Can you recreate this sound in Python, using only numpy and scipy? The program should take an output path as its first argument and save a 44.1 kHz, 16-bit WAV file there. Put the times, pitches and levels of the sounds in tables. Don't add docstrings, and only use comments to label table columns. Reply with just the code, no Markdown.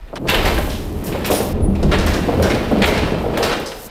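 import sys
import numpy as np
from scipy import signal
from scipy.fft import rfft, irfft, next_fast_len
from scipy.io import wavfile
from scipy.ndimage import map_coordinates

SR = 44100
rng = np.random.default_rng(int(sys.argv[2]) if len(sys.argv) > 2 else 0)


def unload_wav(signal):
    wavfile.write(
        sys.argv[1],
        SR,
        np.round(np.clip(np.atleast_2d(signal).T, -1, 1) * 32767).astype(np.int16),
    )


N = 171990
T = np.arange(SR) / SR
CLOCK = np.arange(N) / SR

# f/Hz, relative level/dB
FLOOR_COLOUR = [(50, -30.5), (95, -8), (125, -0.5), (158, -3.5), (197, 1.5), (240, -1.5), (310, -2),
                (420, -8), (900, -41), (3000, -95)]
WOOD_COLOUR = [(120, -32), (280, -8), (400, 2), (520, 1.5), (680, -2.5), (900, -8.5), (1300, -16),
               (2500, -41), (8000, -68)]
HISS_COLOUR = [(2500, -22), (5500, -3.5), (7800, -1), (9000, -1), (9700, 0), (10600, -0.5), (11800, -2.5),
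               (13500, 5.5), (15000, -6.5), (16000, -17.5)]


def amp(db):
    return 10 ** (np.asarray(db) / 20)


def unit(x):
    return x / np.sqrt(np.mean(x ** 2) + 1e-20)


def along(points, hz):
    f, v = np.transpose(points)
    return np.interp(np.log(hz + 1), np.log(f + 1), v)


def curve(rows):
    return np.interp(CLOCK, *np.transpose(rows))


def wobble(rate, size=N):
    knots = rng.standard_normal(4096)
    return map_coordinates(knots, [np.arange(size) * rate / SR], mode="wrap")


def fade(t60):
    return np.exp(-np.log(1000) * T / max(t60, 1e-3))


def body(colour, focus_hz=1000, focus_db=0, size=16384):
    hz = np.fft.rfftfreq(size, 1 / SR)
    lift = focus_db / (1 + (np.log((hz + 1) / focus_hz) / .11) ** 2)
    cepstrum = irfft(np.log(amp(along(colour, hz) + lift)))
    cepstrum[1:size // 2] *= 2
    cepstrum[size // 2 + 1:] = 0
    h = irfft(np.exp(rfft(cepstrum)))
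    return h / np.linalg.norm(h)


def contacts(rate, spread_db, size):
    hits = rng.random(size) < rate / SR
    force = rng.standard_normal(size)
    spread = amp(spread_db * np.clip(rng.standard_normal(size), -2, 2))
    return unit(hits * force * spread)


def room(x, wet_db):
    # f/Hz, t60/s
    decay = [(100, 0.25), (500, 1.2), (1500, 0.86), (4000, 0.82), (9000, 0.61), (15000, 0.63)]
    hz, t, z = signal.stft(rng.standard_normal(SR), SR, nperseg=256)
    z = z * np.exp(-np.log(1000) * t / along(decay, hz)[:, None])
    tail = signal.istft(z, SR, nperseg=256)[1][:SR]
    tail = tail * (1 - np.exp(-T / 0.004))
    wet = signal.fftconvolve(x, tail / np.linalg.norm(tail))[:len(x)]
    return x + amp(wet_db) * wet


def blow(response, length, rate, rise, clump_db=0):
    envelope = fade(length) * (1 - np.exp(-T / rise))
    force = contacts(rate, 0.59, SR) * envelope * amp(clump_db * wobble(109, size=SR))
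    x = signal.fftconvolve(force, response)[:SR]
    return x / np.sqrt(np.mean(x[:SR // 50] ** 2) + 1e-20)


def add(out, s, x):
    breaks_s = [.182, 1.531]
    start = round(s * SR)
    end = min([N, start + len(x)] + [round(b * SR) for b in breaks_s if b > s])
    out[start:end] += x[:end - start]


def rolling(colour, rate, spread_db):
    return unit(signal.fftconvolve(contacts(rate, spread_db, N), body(colour))[:N])


def wheels():
    # t/s, level/dB
    sub_db = [(0, -34), (.28, -38), (.37, -19.5), (.68, -21), (.79, -30.5), (1.48, -33), (1.54, -17),
              (1.78, -21), (1.88, -17), (2.15, -25), (2.3, -30), (2.6, -32), (3.05, -30), (3.45, -35),
              (3.65, -44), (3.9, -44)]
    # t/s, level/dB before trim
    boom_db = [(0, -48), (.18, -49), (.22, -31.5), (.32, -31), (.4, -21.5), (.62, -23), (.78, -29.5),
               (1.4, -31), (1.5, -26), (1.54, -17.5), (1.75, -20), (1.88, -16), (2.1, -18.5), (2.3, -29),
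               (2.45, -17.5), (2.65, -27), (3.05, -22.5), (3.45, -31), (3.7, -47), (3.9, -54)]
    drum_db = [(0.0, -56), (0.25, -23), (0.65, -22), (0.79, -26), (1.66, -19.5), (1.67, -18), (1.8, -21),
               (1.83, -18), (2.06, -19), (2.54, -16.5), (2.68, -21.5), (2.73, -18.5), (3.55, -24),
               (3.76, -39.5), (3.88, -38), (3.9, -54)]
    chatter_db = [(0.0, -52.5), (0.17, -40), (0.34, -24), (0.43, -24), (0.53, -22.5), (0.69, -45),
                  (1.1, -30), (1.29, -29), (1.77, -30.5), (2.0, -25.5), (2.36, -28.5), (2.43, -20),
                  (2.75, -27), (2.92, -20), (3.17, -25), (3.43, -23.5), (3.76, -39), (3.9, -46)]
    grit_db = [(0, -42.5), (.24, -46.5), (.33, -18), (.5, -19), (.85, -41.5), (1.0, -37), (1.3, -25.5),
               (1.55, -37), (1.68, -42), (1.88, -33.5), (2.04, -24.5), (2.3, -27.5), (2.7, -28.5),
               (3.05, -20), (3.28, -33), (3.5, -17), (3.72, -37.5), (3.9, -41)]
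    # f/Hz, relative level/dB
    sub_colour = [(10, -15.5), (26, 2.5), (45, 2.5), (58, 1.5), (90, -39), (300, -85)]
    boom_colour = [(30, -29.5), (55, -4), (70, -1), (85, 2.5), (108, -11), (170, -26.5), (500, -85)]
    grit_colour = [(300, -21), (900, 5), (1500, 1), (2800, -1.5), (4500, -8), (7000, -21), (10000, -21.5),
                   (11700, -44), (13600, -37), (16000, -35)]
    bounce_hz, bounce_depth_db = 32, 3

    sub = rolling(sub_colour, rate=1400, spread_db=2.5) * amp(curve(sub_db))
    boom = rolling(boom_colour, rate=900, spread_db=4.5) * amp(curve(boom_db) - 1.5)
    drum = rolling(FLOOR_COLOUR, rate=2500, spread_db=0.5) * amp(curve(drum_db) - 2.5)

    rate_hz = bounce_hz * (1 + 0.2003 * wobble(17))
    bounce = np.cos(2 * np.pi * np.cumsum(rate_hz) / SR)
    chatter = rolling(WOOD_COLOUR, rate=4000, spread_db=0.5) * amp(bounce_depth_db * bounce)
    chatter = unit(room(chatter, wet_db=-5.5)) * amp(curve(chatter_db) - 0.5)

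    flicker_db = 0.55 * bounce + 0.73 * wobble(24.23)
    grit = rolling(grit_colour, rate=1800, spread_db=-0.5) * amp(flicker_db)
    grit = unit(room(grit, wet_db=0.5)) * amp(curve(grit_db) - 5.5)
    return sub + boom + drum + chatter + grit


def hiss():
    # t/s, level/dB
    hiss_db = [(0, -69), (.25, -57.5), (.6, -37.5), (.9, -49.5), (1.5, -50), (1.54, -60), (1.9, -52.5),
               (2.2, -47.5), (3.3, -52.5), (3.6, -58), (3.87, -38), (3.9, -70)]
    rustle = rolling(HISS_COLOUR, rate=9000, spread_db=2)
    return rustle * amp(curve(hiss_db) + wobble(28.8))


def clanks():
    # f/Hz, mean relative level/dB, t60/s
    frame_modes = [(1303, 2, .3), (1614, -3, 0.32), (1682, -9.5, 0.11), (1828, -6, 0.4), (2250, -7, .3),
                   (2454, -11, 0.14), (2670, 1, 0.45), (2792, 6, 0.18), (3045, 9.5, 0.1), (3070, -26, 0.1),
                   (3310, -30, 0.21), (4010, -10, 0.21), (7600, -3, 0.33), (11900, -16, 0.3)]
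    # t/s, clang/dB before trim, jangle/dB before trim, t60 of the contacts/s, lifted resonance/Hz
    clank_rows = [(0.072, -50, -75, .12, 1870), (0.155, -30.5, -41, 0.12, 1270),
                  (.27, -31, -40, 0.12, 2050), (.283, -16.5, -31, .11, 2740), (.296, -20, -44, 0.098, 3670),
                  (.341, -18, -41, 0.1, 3040), (.449, -22, -34, 0.15, 2150), (.468, -28, -38, 0.13, 4200),
                  (.578, -27, -53, 0.046, 1700), (0.694, -36, -37.5, 0.43, 3270),
                  (1.062, -40.5, -41.5, 0.19, 2970), (1.119, -33, -61, 0.18, 2700),
                  (1.148, -34, -62, 0.091, 2200), (1.244, -25.5, -34.5, 0.22, 2640),
                  (1.311, -28, -32.5, 0.29, 3500), (1.345, -36, -32, 0.23, 5400),
                  (1.402, -35, -46, 0.096, 1100), (1.751, -38, -49, 0.087, 2400),
                  (1.827, -38, -37.5, 0.08, 3070), (1.913, -19.5, -38, .17, 1280),
                  (1.929, -24, -41, 0.09, 1890), (1.984, -33, -32.5, 0.18, 1680),
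                  (2.063, -25.5, -33.5, 0.32, 1940), (2.135, -28, -33, 0.17, 1560),
                  (2.423, -24.5, -32.5, 0.36, 1500), (2.495, -25, -36, 0.27, 2180),
                  (2.545, -28.5, -39, 0.059, 1640), (2.818, -16.5, -35, 0.13, 2280),
                  (2.869, -27.5, -33, 0.19, 1570), (2.935, -29, -39, 0.24, 2250),
                  (2.975, -27, -36.5, 0.083, 1920), (3.333, -36, -72, 0.28, 2600),
                  (3.371, -24.5, -39.5, 0.094, 1780), (3.425, -22, -27.5, 0.18, 4800),
                  (3.513, -25, -41, 0.11, 1490), (3.527, -25, -37, 0.072, 1360),
                  (3.659, -61, -33, 0.2, 5000), (3.716, -33.5, -50, 0.04, 2290)]
    # f/Hz, relative level/dB
    steel_colour = [(150, 5), (450, -16), (800, 2.5), (1100, -2), (1600, 0.5), (2700, -3.5), (3900, -3.5),
                    (5200, -19), (7500, -22), (16000, -35)]
    jangle_colour = [(1500, -47), (3500, -2.5), (5200, 4), (7000, -5.5), (10000, -8), (11700, -21),
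                     (13600, -15.5), (16000, -45)]
    focus_db = 7.5

    out, linkage = np.zeros(N), body(jangle_colour)
    modes = np.array([amp(db) * np.sin(2 * np.pi * hz * T) * fade(t60) for hz, db, t60 in frame_modes])
    for s, clang_db, jangle_db, length, hz in clank_rows:
        ring = amp(rng.normal(0, 3, len(frame_modes))) @ modes
        steel = body(steel_colour, hz, focus_db)
        frame = np.pad(steel, (0, SR - len(steel))) + amp(-15.5) * ring / np.linalg.norm(ring)
        clang = amp(clang_db + 1) * blow(frame, length, rate=4000, rise=0.0057, clump_db=2.0)
        jangle = amp(jangle_db + 1.5) * blow(linkage, length, rate=4000, rise=0.0018)
        add(out, s, room(clang + jangle, wet_db=-4.5))
    return out


def thumps():
    # t/s, level/dB before trim, lifted resonance/Hz
    thump_rows = [(.128, -34.5, 263), (.195, -26, 278), (1.53, -21, 180), (1.674, -14.5, 197),
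                  (1.829, -16, 200), (1.855, -15, 155), (2.287, -24, 254), (2.431, -18, 107),
                  (2.717, -16, 218), (2.772, -15, 193), (2.919, -22.5, 118), (3.03, -19.5, 125),
                  (3.118, -17.5, 129), (3.29, -31, 118)]
    focus_db = 13.5
    out = np.zeros(N)
    for s, db, hz in thump_rows:
        thump = blow(body(FLOOR_COLOUR, hz, focus_db), 0.11, rate=1000, rise=0.0023)
        add(out, s, room(amp(db - 0.5) * thump, wet_db=-5))
    return out


def knocks():
    # t/s, flurry level/dB before trim, lifted resonance/Hz
    knock_rows = [(.13, -24.5, 685), (.253, -26, 573), (.335, -24, 756), (.39, -20.5, 770),
                  (0.464, -20, 820), (.584, -19, 765), (.673, -25, 600), (1.147, -19.5, 530),
                  (1.301, -14.5, 613), (1.311, -14.5, 630), (1.335, -17.5, 650), (1.404, -18.5, 607),
                  (1.584, -34, 400), (1.803, -33, 450), (1.83, -19.5, 605), (1.92, -15.5, 553),
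                  (2.145, -20, 337), (2.285, -14.5, 520), (2.329, -18, 292), (2.397, -17, 470),
                  (2.455, -18.5, 454), (2.499, -23, 360), (2.55, -20, 516), (2.714, -15.5, 597),
                  (2.755, -18.5, 630), (2.818, -16.5, 366), (2.97, -30, 466), (3.241, -19.5, 500),
                  (3.262, -20, 490), (3.376, -17.5, 555), (3.402, -15, 450), (3.45, -20, 425),
                  (3.512, -21.5, 517), (3.528, -21.5, 930)]
    focus_db = 4.5
    out = np.zeros(N)
    for s, db, hz in knock_rows:
        pallet = body(WOOD_COLOUR, hz, focus_db)
        push = np.pad(pallet, (0, SR - len(pallet))) * np.sqrt(SR / 50)
        flurry = blow(pallet, 0.09, rate=3000, rise=0.0015)
        add(out, s, room(amp(db - 2.5) * (flurry + amp(-5.5) * push), wet_db=-5))
    return out


def scrapes():
    # t/s, level/dB, t60 of the contacts/s
    scrape_rows = [(0.283, -35, 0.32), (.54, -60, 0.44), (.7, -56, 1), (1.038, -35.5, .3),
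                   (1.066, -35.5, 0.24), (1.255, -29, 0.22), (1.304, -26.5, 0.75), (1.348, -34, 0.25),
                   (1.412, -43, .3), (2.084, -44, 0.45), (2.853, -33, 0.3), (3.427, -36, 0.41)]
    out, sizzle = np.zeros(N), body(HISS_COLOUR)
    for s, db, length in scrape_rows:
        scrape = amp(db) * blow(sizzle, length, rate=5000, rise=0.0023)
        add(out, s, room(scrape, wet_db=-10))
    return out


def snaps():
    # t/s, level/dB before trim
    snap_rows = [(0.297, -24.5), (0.345, -28), (0.456, -29.5), (0.543, -35), (0.584, -31.5), (0.926, -46),
                 (1.065, -42), (2.063, -29), (2.423, -29), (2.468, -46), (2.715, -44), (3.376, -29.5),
                 (3.598, -37.5)]
    out, sizzle = np.zeros(N), body(HISS_COLOUR)
    for s, db in snap_rows:
        snap = amp(db - 5) * blow(sizzle, 0.048, rate=6000, rise=0.00044)
        add(out, s, room(snap, wet_db=-2))
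    return out


def pings():
    # t/s, mean f/Hz, level/dB before trim, t60/s
    ping_rows = [(.345, 11800, -44, 0.27), (.425, 12400, -44, .2), (.462, 12400, -43, .2),
                 (.462, 11650, -44, 0.2), (1.255, 11700, -54, 0.22), (1.33, 9720, -34, 0.27),
                 (1.365, 9650, -32.5, 0.2), (2.429, 5640, -35, 0.12), (2.503, 5480, -37, 0.098)]
    out = np.zeros(N)
    for s, hz, db, t60 in ping_rows:
        phase = 2 * np.pi * np.cumsum(hz + 60 * wobble(500, size=SR)) / SR
        envelope = fade(t60) * (1 - np.exp(-T / 0.0065))
        add(out, s, amp(db + 11.5) * np.sin(phase) * envelope)
    return out


def squeak():
    # t/s, mean f/Hz, rms level/dB
    squeak_rows = [(1.605, 10100, -65), (1.632, 9900, -40), (1.652, 9790, -33), (1.674, 9700, -52.5),
                   (1.76, 9770, -61)]
    s, hz, db = np.transpose(squeak_rows)
    pitch_hz = np.interp(CLOCK, s, hz) + 25 * wobble(250)
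    phase = 2 * np.pi * np.cumsum(pitch_hz) / SR
    level = amp(np.interp(CLOCK, s, db, left=-120, right=-120))
    return np.sqrt(2) * np.sin(phase) * level


def scene():
    steady = wheels() + hiss()
    blows = clanks() + thumps() + knocks() + scrapes() + snaps()
    return (steady + blows + pings() + squeak())[None]


def record(dry):
    ceiling, top_hz = .75, 15800
    x = dry / (1 + np.abs(dry / ceiling) ** 6) ** (1 / 6)
    size = next_fast_len(N + SR // 2)
    passed = np.fft.rfftfreq(size, 1 / SR) < top_hz
    return irfft(rfft(x, size) * passed, size)[:, :N]


dry = scene()
out = record(dry)
unload_wav(out)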